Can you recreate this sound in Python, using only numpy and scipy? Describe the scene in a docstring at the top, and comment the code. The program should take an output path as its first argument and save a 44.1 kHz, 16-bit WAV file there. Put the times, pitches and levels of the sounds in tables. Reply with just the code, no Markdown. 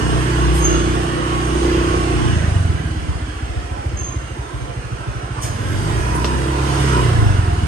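"""A small one-cylinder four-stroke motorbike cruises down a walled lane, heard by two microphones on the
rider. Exhaust puffs ring the pipe and silencer while engine and tyres hiss and the gears sing. Early on,
loose parts clink and a brake squeaks. After 2.3 s the bike slows to idle for a corner, where panels hum
and the brake squeaks again. From 5.3 s it revs up with more clinks and one hard knock, and near 7 s
the throttle shuts again."""
import sys
import numpy as np
from scipy import signal
from scipy.fft import rfft, irfft, next_fast_len
from scipy.io import wavfile
from scipy.ndimage import uniform_filter1d

SR = 44100
rng = np.random.default_rng(int(sys.argv[2]) if len(sys.argv) > 2 else 0)


def output_pcm(signal):
    """Save a mono or channel-first signal as 16-bit PCM at the path in sys.argv[1].

    Samples are clipped to [-1, 1] before scaling.
    """
    pcm = np.clip(np.atleast_2d(signal).T, -1, 1) * 32767
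    wavfile.write(sys.argv[1], SR, np.round(pcm).astype(np.int16))


N = 338247
T = np.arange(N) / SR


def amp(db):
    """Turns decibels into a number to multiply by."""
    return 10 ** (np.asarray(db) / 20)


def evened(x, size=N):
    """Holds the average strength (rms) near 1, over a sliding window of size samples."""
    return x / np.sqrt(abs(uniform_filter1d(uniform_filter1d(x ** 2, size), size)) + 1e-20)


def at_frequency(table, hz):
    """Looks up a table by frequency, giving each octave equal room."""
    f, value = np.transpose(table)
    return np.interp(np.log(hz + 1), np.log(f + 1), value)


def curves(table, t=T):
    """Joins the rows of each column by straight lines in time."""
    times, *columns = np.transpose(table)
    return [np.interp(t, times, column) for column in columns]


def swell(middle, length):
    """A smooth rise and fall of height 1."""
    return np.cos(np.pi * np.clip((T - middle) / length, -.5, .5)) ** 2


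def flutter(size):
    """A random wobble; a larger size makes it slower."""
    return evened(uniform_filter1d(rng.standard_normal(N), size))


def resonate(x, hz, width):
    """Makes x ring near hz: shifts that pitch down to zero, smooths twice and shifts back."""
    spin = np.exp(2j * np.pi * np.cumsum(hz * np.ones(len(x))) / SR)
    r = np.exp(-np.pi * width / SR)
    smooth = signal.lfilter([(1 - r) ** 2], [1, -2 * r, r * r], x / spin)
    return 2 * (spin * smooth).real


# How often the engine fires: [t/s, f/Hz]
FIRING_RATE = [(0.0, 30.79), (1.66, 30.96), (2.0, 30.98), (2.22, 30.3), (2.32, 29.4), (2.65, 21.64),
               (2.85, 17.95), (3.23, 14.72), (3.83, 13.38), (4.93, 13.08), (5.17, 12.5), (5.33, 13.54),
               (6.0, 28.91), (6.29, 32.32), (6.6, 34.14), (6.88, 34.19), (7.05, 31.94), (7.35, 23.08),
               (7.67, 17.98)]
def engine_cycles():
    """Counts cycles since the start; each is one firing and two turns of the crank."""
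    return np.cumsum(curves(FIRING_RATE)[0]) / SR


def throttle(shut_hz_per_s=19.05, idle_hz=15, lag_s=0.044):
    """How far the throttle is shut (told by the falling speed) and how far the engine idles, both 0-1."""
    firing = curves(FIRING_RATE)[0]
    climb = uniform_filter1d(np.gradient(firing) * SR, size=5000)
    late_climb = np.interp(T - lag_s, T, climb)
    return np.clip([-late_climb / shut_hz_per_s, (idle_hz - firing) / 3], 0, 1)


# Spells at idle when strong and weak firings take turns: [middle t/s, length/s, depth/0-1]
LIMPS = [(3.6, 1.5, 0.3), (4.76, 0.44, 0.4)]
def puffs(uneven_db=3.0, lead_s=.0275, start_cycle=-0.1785):
    """Each firing lets out one puff of gas, with a fading swirl behind it."""
    shut, idle = throttle()
    puff_time = T + lead_s - .004 * idle - .008 * shut  # later at idle or with the throttle shut
    cycle = np.interp(puff_time, T, engine_cycles()) + start_cycle + 1
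    count = cycle.astype(int)
    slowness = np.clip(20 / curves(FIRING_RATE)[0] - .3, 0, 2)  # slow running burns less evenly
    strength = amp(uneven_db * slowness * rng.standard_normal(count[-1] + 1)[count])
    strength *= 1 + sum(depth * swell(s, length) for s, length, depth in LIMPS) * (-1.) ** count
    swirl = .002 * rng.standard_normal(N) * np.exp(-(cycle % 1) / .4)
    return strength * np.diff(count, prepend=count[0]) + swirl


# Loudness along the ride: [t/s, then level/dB of clatter, boom, overtone, silencer rear]
RIDE_LEVELS = [(0.0, -30, -23, -30, -42), (0.25, -29, -21, -21.5, -27), (0.5, -29, -15.5, -25.5, -25.5),
               (0.77, -28.5, -19.5, -37, -21.5), (1.0, -30, -24.5, -29, -26.5),
               (1.18, -31, -29.5, -32, -27), (1.47, -30, -22.5, -26, -27), (1.7, -28.5, -21.5, -47, -18),
               (2.26, -29, -23.5, -24, -28), (2.66, -33.5, -46, -33, -60), (2.86, -36.5, -28, -39.5, -63),
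               (3.9, -38, -28, -32.5, -42.5), (4.5, -38.5, -30.5, -33, -43.5),
               (4.95, -37.5, -31.5, -28, -53), (5.3, -37, -30, -29.5, -68), (5.62, -34.5, -32, -26.5, -55),
               (5.92, -31, -24, -23, -43), (6.25, -30.5, -21.5, -31.5, -31), (6.5, -30, -23, -31.5, -27.5),
               (6.8, -26, -20.5, -21, -38.5), (6.96, -27.5, -18, -22, -28), (7.06, -28, -23, -18.5, -26.5),
               (7.14, -28.5, -29, -23, -32), (7.28, -30.5, -22, -25, -53), (7.45, -33.5, -24, -28.5, -67),
               (7.67, -34, -29, -45, -58)]
# The exhaust's throb: [t/s, then level/dB of coasting boom, upper overtone, silencer front]
THROB_LEVELS = [(0, -28, -27.5, -26), (.3, -45, -26.5, -30.5), (.62, -42, -24, -36), (.87, -24.5, -26, -27),
                (1.18, -43, -29.5, -32.5), (1.55, -38, -28.5, -28.5), (1.92, -27, -26, -31.5),
                (2.22, -31, -29.5, -27), (2.34, -18.5, -24, -31.5), (2.54, -16.5, -29, -41),
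                (2.71, -16, -28, -32.5), (2.8, -25.5, -24.5, -35.5), (2.93, -26.5, -31.5, -35.5),
                (3.03, -28.5, -34, -34), (3.16, -27.5, -32.5, -41.5), (3.3, -33, -53, -33),
                (3.69, -28.5, -59, -54), (3.84, -26, -40, -43), (4.2, -31, -47, -44),
                (4.53, -42, -48, -48.5), (5.32, -37, -49, -44.5), (5.6, -27.5, -33, -35),
                (5.85, -22.5, -30, -35), (5.95, -37, -33, -42), (6.22, -48, -29, -27.5),
                (6.4, -46, -27.5, -32), (6.56, -54, -31, -31), (6.9, -51, -21, -31), (7.0, -34, -27, -25),
                (7.09, -18, -22, -38), (7.24, -16, -27, -30.5), (7.48, -17.5, -28.5, -35.5),
                (7.67, -20.5, -28, -32.5)]
# The exhaust's growl: [t/s, level/dB]
GROWL_LEVEL = [(0, -26), (.25, -33), (.5, -39), (1.2, -43), (1.55, -40), (1.75, -32), (2.2, -41),
               (2.7, -50), (5.5, -52), (5.9, -43), (6.1, -36), (6.5, -35.5), (6.8, -37), (6.97, -29),
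               (7.2, -52), (7.67, -57)]
def voice_levels(growl_flutter_db=2.5):
    """How loud the exhaust's seven ringing voices are, in dB; the growl is uneven."""
    _, boom, overtone, rear = curves(RIDE_LEVELS)
    coasting, upper, front = curves(THROB_LEVELS)
    growl = curves(GROWL_LEVEL)[0] + growl_flutter_db * flutter(1500)
    return boom, coasting, overtone, upper, front, rear, growl


# Pitches slide as the gas heats and cools: [t/s, coasting boom f/Hz, silencer rear f/Hz]
HEAT_SLIDE = [(0, 85, 348.6), (2.3, 87.6, 347), (2.48, 81.5, 345), (2.58, 91, 340), (2.75, 82, 330),
              (5.5, 89.5, 358), (6.8, 96, 342), (6.97, 107, 377), (7.12, 98.4, 351), (7.3, 95, 320),
              (7.67, 83, 320)]
def voice_pitches(lock_hz=19):
    """Each voice's pitch over its resting pitch; above lock_hz, boom and overtone follow the engine."""
    firing = curves(FIRING_RATE)[0]
    coasting_hz, rear_hz = curves(HEAT_SLIDE)
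    rest_hz = [rings[0][0] for rings in PIPE_RINGS]
    locked = np.clip((firing - lock_hz) / 4, 0, 1)
    let_go = throttle()[0] * np.clip((32 - firing) / 2, 0, 1)  # a shut throttle frees the overtone
    boom = 1 + locked * (2 * firing / rest_hz[0] - 1)
    overtone = 1 + locked * (1 - let_go) * (4 * firing / rest_hz[2] - 1)
    return boom, coasting_hz / rest_hz[1], overtone, 1, 1, rear_hz / rest_hz[5], 1


# How pipe and silencer ring, one group of rows per voice, in the order of voice_levels():
# [f/Hz, width/Hz, relative level/dB, share of the puff that comes back/0-1]
PIPE_RINGS = [
    [(58.6, 25.6, 0, 1)],
    [(87.6, 34, 0, 0.028)],
    [(120.6, 50, 0, 1)],
    [(155.1, 31, 12.5, 0.051), (186.3, 30, 4, 0.15)],
    [(250.2, 58, -0.5, 0.14), (303.3, 21.4, -6, 0.4)],
    [(372, 44, 12, 0.027), (360, 330, 10.5, 0.083), (496, 36, -9, 0.19)],
    [(415, 88, 0, 0.05)],
]
# How long after the boom each voice sounds: [t/s]
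VOICE_DELAYS = [0, 0, 0, .006, -.012, -.012, -.012]
def exhaust(round_trip_s=0.01642):
    """Each puff, and its echo from the end of the pipe, rings the pipe and the silencer."""
    gas = puffs()
    echo = np.roll(gas, round(round_trip_s * SR))
    signs = (1, -1, 1, -1, 1, -1, -1)  # whether a voice starts with a push or a pull
    voices = zip(PIPE_RINGS, voice_pitches(), voice_levels(), VOICE_DELAYS, signs)
    sound = 0
    for rings, pitch, level_db, delay, sign in voices:
        voice = sum(amp(db) * resonate(gas + share * echo, hz * pitch, width) / width
                    for hz, width, db, share in rings)
        voice = np.interp(T - delay, T, evened(voice, size=8000), right=0)
        end_fade = np.clip((T[-1] + delay - T) * 200, 0, 1)
        sound += sign * amp(level_db) * voice * end_fade
    return sound


# The tone of engine and tyre noise: [f/Hz, relative level/dB]
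NOISE_TONE = [(20, -19), (45, -20), (75, -18), (120, -15.5), (200, -25), (280, -24.5), (380, -24.5),
              (610, -27), (1400, -26.5), (2200, -33), (3300, -34.5), (3700, -38.5), (7300, -44.5),
              (9900, -43), (11200, -51.5), (12800, -64)]
# Where panels and casing ring and lift that noise: [f/Hz, width/Hz, added level/dB]
CASING_RINGS = [(361, 175, 5), (506.5, 13, 4.5), (694, 49, 5), (1022, 62, 4), (1334, 6.7, 4),
                (1716, 700, 2.5), (2910, 300, 4), (5270, 1200, 3), (6270, 480, 5), (8770, 1570, 5)]
def clatter_tone(hz):
    """How strong the noise is at each frequency once the casing has shaped it."""
    lift_db = sum(db / (1 + (2 * (hz - f) / width) ** 2) for f, width, db in CASING_RINGS)
    tone = amp(at_frequency(NOISE_TONE, hz) + lift_db)
    return tone / np.sqrt(np.sum(tone[(hz > 500) & (hz < 2500)] ** 2))


# Boosts and cuts to the clatter: [t/s, bass level/dB, treble level/dB, top level/dB]
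BAND_LEVELS = [(0, 2, 0, 1), (.8, -2, 0, -2.5), (1.5, 0, 0, -1), (2.3, 0.5, -1, -3), (3, 1, -0.5, 0),
               (4, 5, -2, -2), (4.5, -1, -1, 1), (5.3, -5, -2.5, -2), (5.5, 0, 1.5, 1), (5.75, 8.5, 1, 6),
               (6.1, 3.5, 0.5, 3), (6.5, 1, -1.5, 2), (6.9, -5, 0.5, 3), (7.2, -8, -1, 2),
               (7.67, 4, 0.5, 1)]
# The same for its rasp near 3 kHz: [t/s, level/dB]
RASP_LEVEL = [(0, 1), (2.3, 1), (3.5, 1.5), (4.5, -0.5), (5.5, -0.5), (6.0, -2.5), (6.5, -2), (7.1, 0.5),
              (7.67, 1)]
def clatter_bands(hz, t):
    """The low and high parts of the clatter grow and fade on their own, in dB."""
    bass_db, treble_db, top_db = curves(BAND_LEVELS, t)
    bass = np.clip(np.log2(400 / (hz + 1)) / 2, 0, 1) * bass_db
    treble = np.clip(np.log2((hz + 1) / 2200), 0, 1) * treble_db
    top = (hz > 10600) * top_db
    rasp = curves(RASP_LEVEL, t)[0] / (1 + ((hz - 3050) / 450) ** 4)
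    return bass + treble + top + rasp


# How alike the clatter is left and right; the highest hiss is nearly the same on both sides:
# [f/Hz, likeness/0-1]
LIKENESS = [(60, 1), (300, 0.8), (600, 0.34), (1200, 0.37), (2500, 0.062), (5000, 0.14), (8000, 0.75),
            (12000, 1)]
def clatter(patchy_db=2.5, beat_depth=0.029, boost_db=3.5):
    """Valves, chain, fan and tyres make a noise that beats once per turn of the crank."""
    t = np.arange(N // 512 + 5) * 512 / SR
    hz = np.fft.rfftfreq(2048, 1 / SR)[:, None]
    draws = rng.standard_normal((len(t), len(hz), 5)).T
    right, separate = draws[0] + 1j * draws[1], draws[2] + 1j * draws[3]
    patches = uniform_filter1d(uniform_filter1d(draws[4], 5, 0), 14, 1)  # rings come and go as walls pass
    level_db = curves(RIDE_LEVELS, t)[0] + boost_db + clatter_bands(hz, t)
    level_db += patchy_db * patches / patches.std()
    alike = np.clip(at_frequency(LIKENESS, hz), 0, 1)
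    left = alike * right + np.sqrt(1 - alike ** 2) * separate
    spectrum = np.array([left, right]) * microphone_gains(hz) * clatter_tone(hz) * amp(level_db)
    noise = signal.istft(spectrum, nperseg=2048, noverlap=1536)[1][:, :N]
    return noise * (1 + beat_depth * np.cos(4 * np.pi * engine_cycles()))


# Tones of the meshing teeth: [multiple of the firing rate, relative level/dB]
GEAR_TONES = [(35.8, 7), (50, -3), (100.8, -13)]
# Moments when the gears sing louder: [middle t/s, length/s, level/dB]
GEAR_SWELLS = [(0.17, 0.18, -48), (0.426, 0.055, -29), (0.674, 0.53, -41), (1.333, 0.44, -37),
               (1.9, 0.41, -37)]
def gear_whine(steady_db=-38.5, end_s=2.38, flutter_db=1.5):
    """Gear teeth sing under load, wavering a little, until the throttle first shuts."""
    drift = np.cumsum(rng.standard_normal(N)) * 0.00063
    phase = 2 * np.pi * engine_cycles() + drift
    level = amp(steady_db) * np.clip((end_s - T) / 0.083, 0, 1)
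    level += sum(amp(db) * swell(s, length) for s, length, db in GEAR_SWELLS)
    level *= amp(flutter_db * flutter(900))
    return level * sum(amp(db) * np.sin(multiple * phase) for multiple, db in GEAR_TONES)


def burst(start_s, db, hz, width, rise_s, fade_s):
    """A band of noise that rises quickly and dies away, losing 60 dB in fade_s."""
    t = T[:SR * 3 // 4]
    ring = resonate(rng.standard_normal(len(t)), hz, width)
    level = amp(db - 60 * t / fade_s) * np.minimum(t / rise_s, 1)
    return np.r_[np.zeros(round(start_s * SR)), level * ring / ring.std(), np.zeros(N)][:N]


# Rings of loose parts: [t/s, level/dB, f/Hz, width/Hz, rise/s, fade/s]
LOOSE_PARTS = [(.53, -18.5, 9100, 3704, 0.063, 0.23), (1.725, -33, 2830, 833.3, 0.0033, 0.41),
               (5.358, -28, 1080, 450, .012, 0.27), (5.42, -28, 8300, 7400, 0.0049, 0.27),
               (5.42, -36.5, 2390, 2500, .02, .7), (5.425, -38.5, 6600, 90, .004, 0.52),
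               (5.419, -32.5, 5840, 300, .005, 0.28), (5.4, -32, 8800, 250, 0.021, 0.36),
               (5.43, -41, 5170, 90, .004, 0.35), (6.145, -29, 9350, 2500, .005, 0.11),
               (6.2454, -21.5, 3200, 4860, 0.00046, 0.034), (6.251, -23, 5500, 2160, 0.0026, 0.044)]
def clinks():
    """Loose parts strike and ring briefly."""
    return sum(burst(*row) for row in LOOSE_PARTS)


# Brake squeaks: [t/s, level/dB, f/Hz, width/Hz, rise/s, fade/s, relative tail level/dB, tail width/Hz]
BRAKE_SLIPS = [(0.6, -16.5, 6440, 100, 0.062, 0.42, -7, 260), (3.96, -26, 6420, 70, 0.021, 0.55, -10, 100)]
def brake_squeaks():
    """A brake shoe slips in a fluttering high tone with a faint octave above, and rings on."""
    tone = 0
    for s, db, hz, width, rise, fade, tail_db, tail_width in BRAKE_SLIPS:
        tone += burst(s, db, hz, width, rise, fade)
        tone += burst(s, db + tail_db, hz - 60, tail_width, 2 * rise, 1.9 * fade)
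    octave = resonate(tone ** 2 / abs(tone).max(), hz=12900, width=500)  # squaring doubles the pitch
    return tone + amp(-9) * octave


# Humming panels: [f/Hz, width/Hz, level/dB when the engine pulls steadily between close walls]
PANELS = [(705, 27, -45), (832, 11, -49), (993, 122, -35), (1360, 370, -43)]
# Swells of the hum, each played by the panel near its pitch: [middle t/s, length/s, f/Hz, level/dB]
PANEL_SWELLS = [(3.632, 0.65, 700, -42), (3.82, 0.18, 850, -36), (4.656, 0.24, 700, -41),
                (5.018, 0.12, 995, -40), (5.14, 1, 1440, -42.5), (5.902, .25, 995, -42),
                (6.147, 0.24, 995, -33), (6.293, 0.24, 995, -34), (6.565, 0.28, 995, -37),
                (6.75, 0.36, 700, -38), (6.933, 0.2, 1440, -30), (6.975, 0.12, 995, -26),
                (7.175, 0.2, 700, -34), (7.287, 1, 1440, -38), (7.525, 0.41, 700, -37.5)]
def panel_hum(close_walls_s=5.56, steady_pull_db=-28):
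    """Engine shake rings a few panels: in swells at first, then all the time once the walls are close."""
    pull = amp(curves(RIDE_LEVELS)[0] - steady_pull_db)
    steady = np.clip((T - close_walls_s) / 0.36, 0, 1) * pull
    sound = 0
    for hz, width, db in PANELS:
        swells = sum(amp(swell_db) * swell(s, length) for s, length, swell_hz, swell_db in PANEL_SWELLS
                     if abs(np.log(swell_hz / hz)) < np.log(10 / 9))
        ring = evened(resonate(rng.standard_normal(N), hz, width))
        sound += (amp(db) * steady + swells) * ring
    return sound


# The notes of the bike's frame: [f/Hz, width/Hz, level/dB]
FRAME_RINGS = [(330, 40, -18), (650, 200, -18), (1250, 200, -12), (1900, 300, -17), (2650, 200, -15),
               (3900, 500, -24), (5300, 400, -26)]
def frame_knock(start_s=6.245):
    """A hard tap rings the frame; the wider a note, the sooner it dies."""
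    t = np.maximum(T - start_s, 0)
    return sum(amp(db) * np.exp(-np.pi * width * t) * np.sin(2 * np.pi * hz * t)
               for hz, width, db in FRAME_RINGS)


# How much louder the left microphone is than the right: [f/Hz, level/dB]
LEFT_LOUDER = [(60, 1), (130, -3.5), (270, -1), (590, -8), (1250, -5), (2680, -5.0), (5720, -1.5),
               (12200, 0.5)]
# How far ahead the wave is on the left: [f/Hz, phase/radians]
LEFT_AHEAD = [(30, 0), (125, 0.14), (340, 0.3), (690, -3), (1810, -4.5), (3270, -7), (6120, -16),
              (7240, -21), (8270, -19.5), (10200, -21.5), (11000, -24), (12400, -23)]
def microphone_gains(hz):
    """The left and right microphones hear one source, each with its own level and delay."""
    left = amp(at_frequency(LEFT_LOUDER, hz) / 2) * np.exp(.5j * at_frequency(LEFT_AHEAD, hz))
    return np.array([left, 1 / left])


def passing_walls(x):
    """Passing walls and doorways swing the timing of the boom between left and right."""
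    swing = sum(np.sin(2 * np.pi * (hz * T + rng.random())) for hz in (.5, .9, 1.7, 2.9))
    size = next_fast_len(N)
    shifted = irfft(1j * rfft(x, size), size)[:N]  # every wave moved by a quarter of its length
    return swing * shifted * np.array([[1], [-1]])


def lane_echoes(x, fade_s, echoes_per_s=2000):
    """Sound bounces between the walls; each microphone gets its own random, fading echoes."""
    t = T[:SR // 2]
    echoes = rng.choice([-1., 1.], (2, len(t))) * (rng.random((2, len(t))) < echoes_per_s / SR)
    echoes *= amp(-60 * t / fade_s) * (t > .004)
    return signal.fftconvolve(x[None], echoes / np.linalg.norm(echoes[0]), axes=1)[:, :N]


def scene():
    """The bike as the two microphones hear it, with the walls of the lane."""
    boom, parts = exhaust(), brake_squeaks() + clinks()
    hum, whine, knock = panel_hum(), gear_whine(), frame_knock()
    gains = microphone_gains(np.fft.rfftfreq(N, 1 / SR))
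    direct = irfft(rfft(boom + whine + hum + parts) * gains, N)
    echoes = amp(-11.5) * passing_walls(boom)
    echoes += lane_echoes(amp(-9) * whine + amp(-19) * boom + amp(-1.5) * hum, fade_s=0.24)
    echoes += amp(-2.5) * lane_echoes(parts + knock, fade_s=0.13)
    return direct + knock + echoes + clatter()


def record(dry):
    """The sound loses its deepest bass, a narrow treble band near 10.6 kHz and the very top."""
    bass_cut = signal.butter(3, 32, "high", fs=SR, output="sos")
    treble_dip = signal.butter(3, [10250, 11000], "stop", fs=SR, output="sos")
    top_cut = signal.firwin(511, 12840, window=("kaiser", 9), fs=SR)
    filtered = signal.sosfilt(treble_dip, signal.sosfilt(bass_cut, dry))
    return signal.oaconvolve(filtered, top_cut[None], "same")


dry = scene()
out = record(dry)
output_pcm(out)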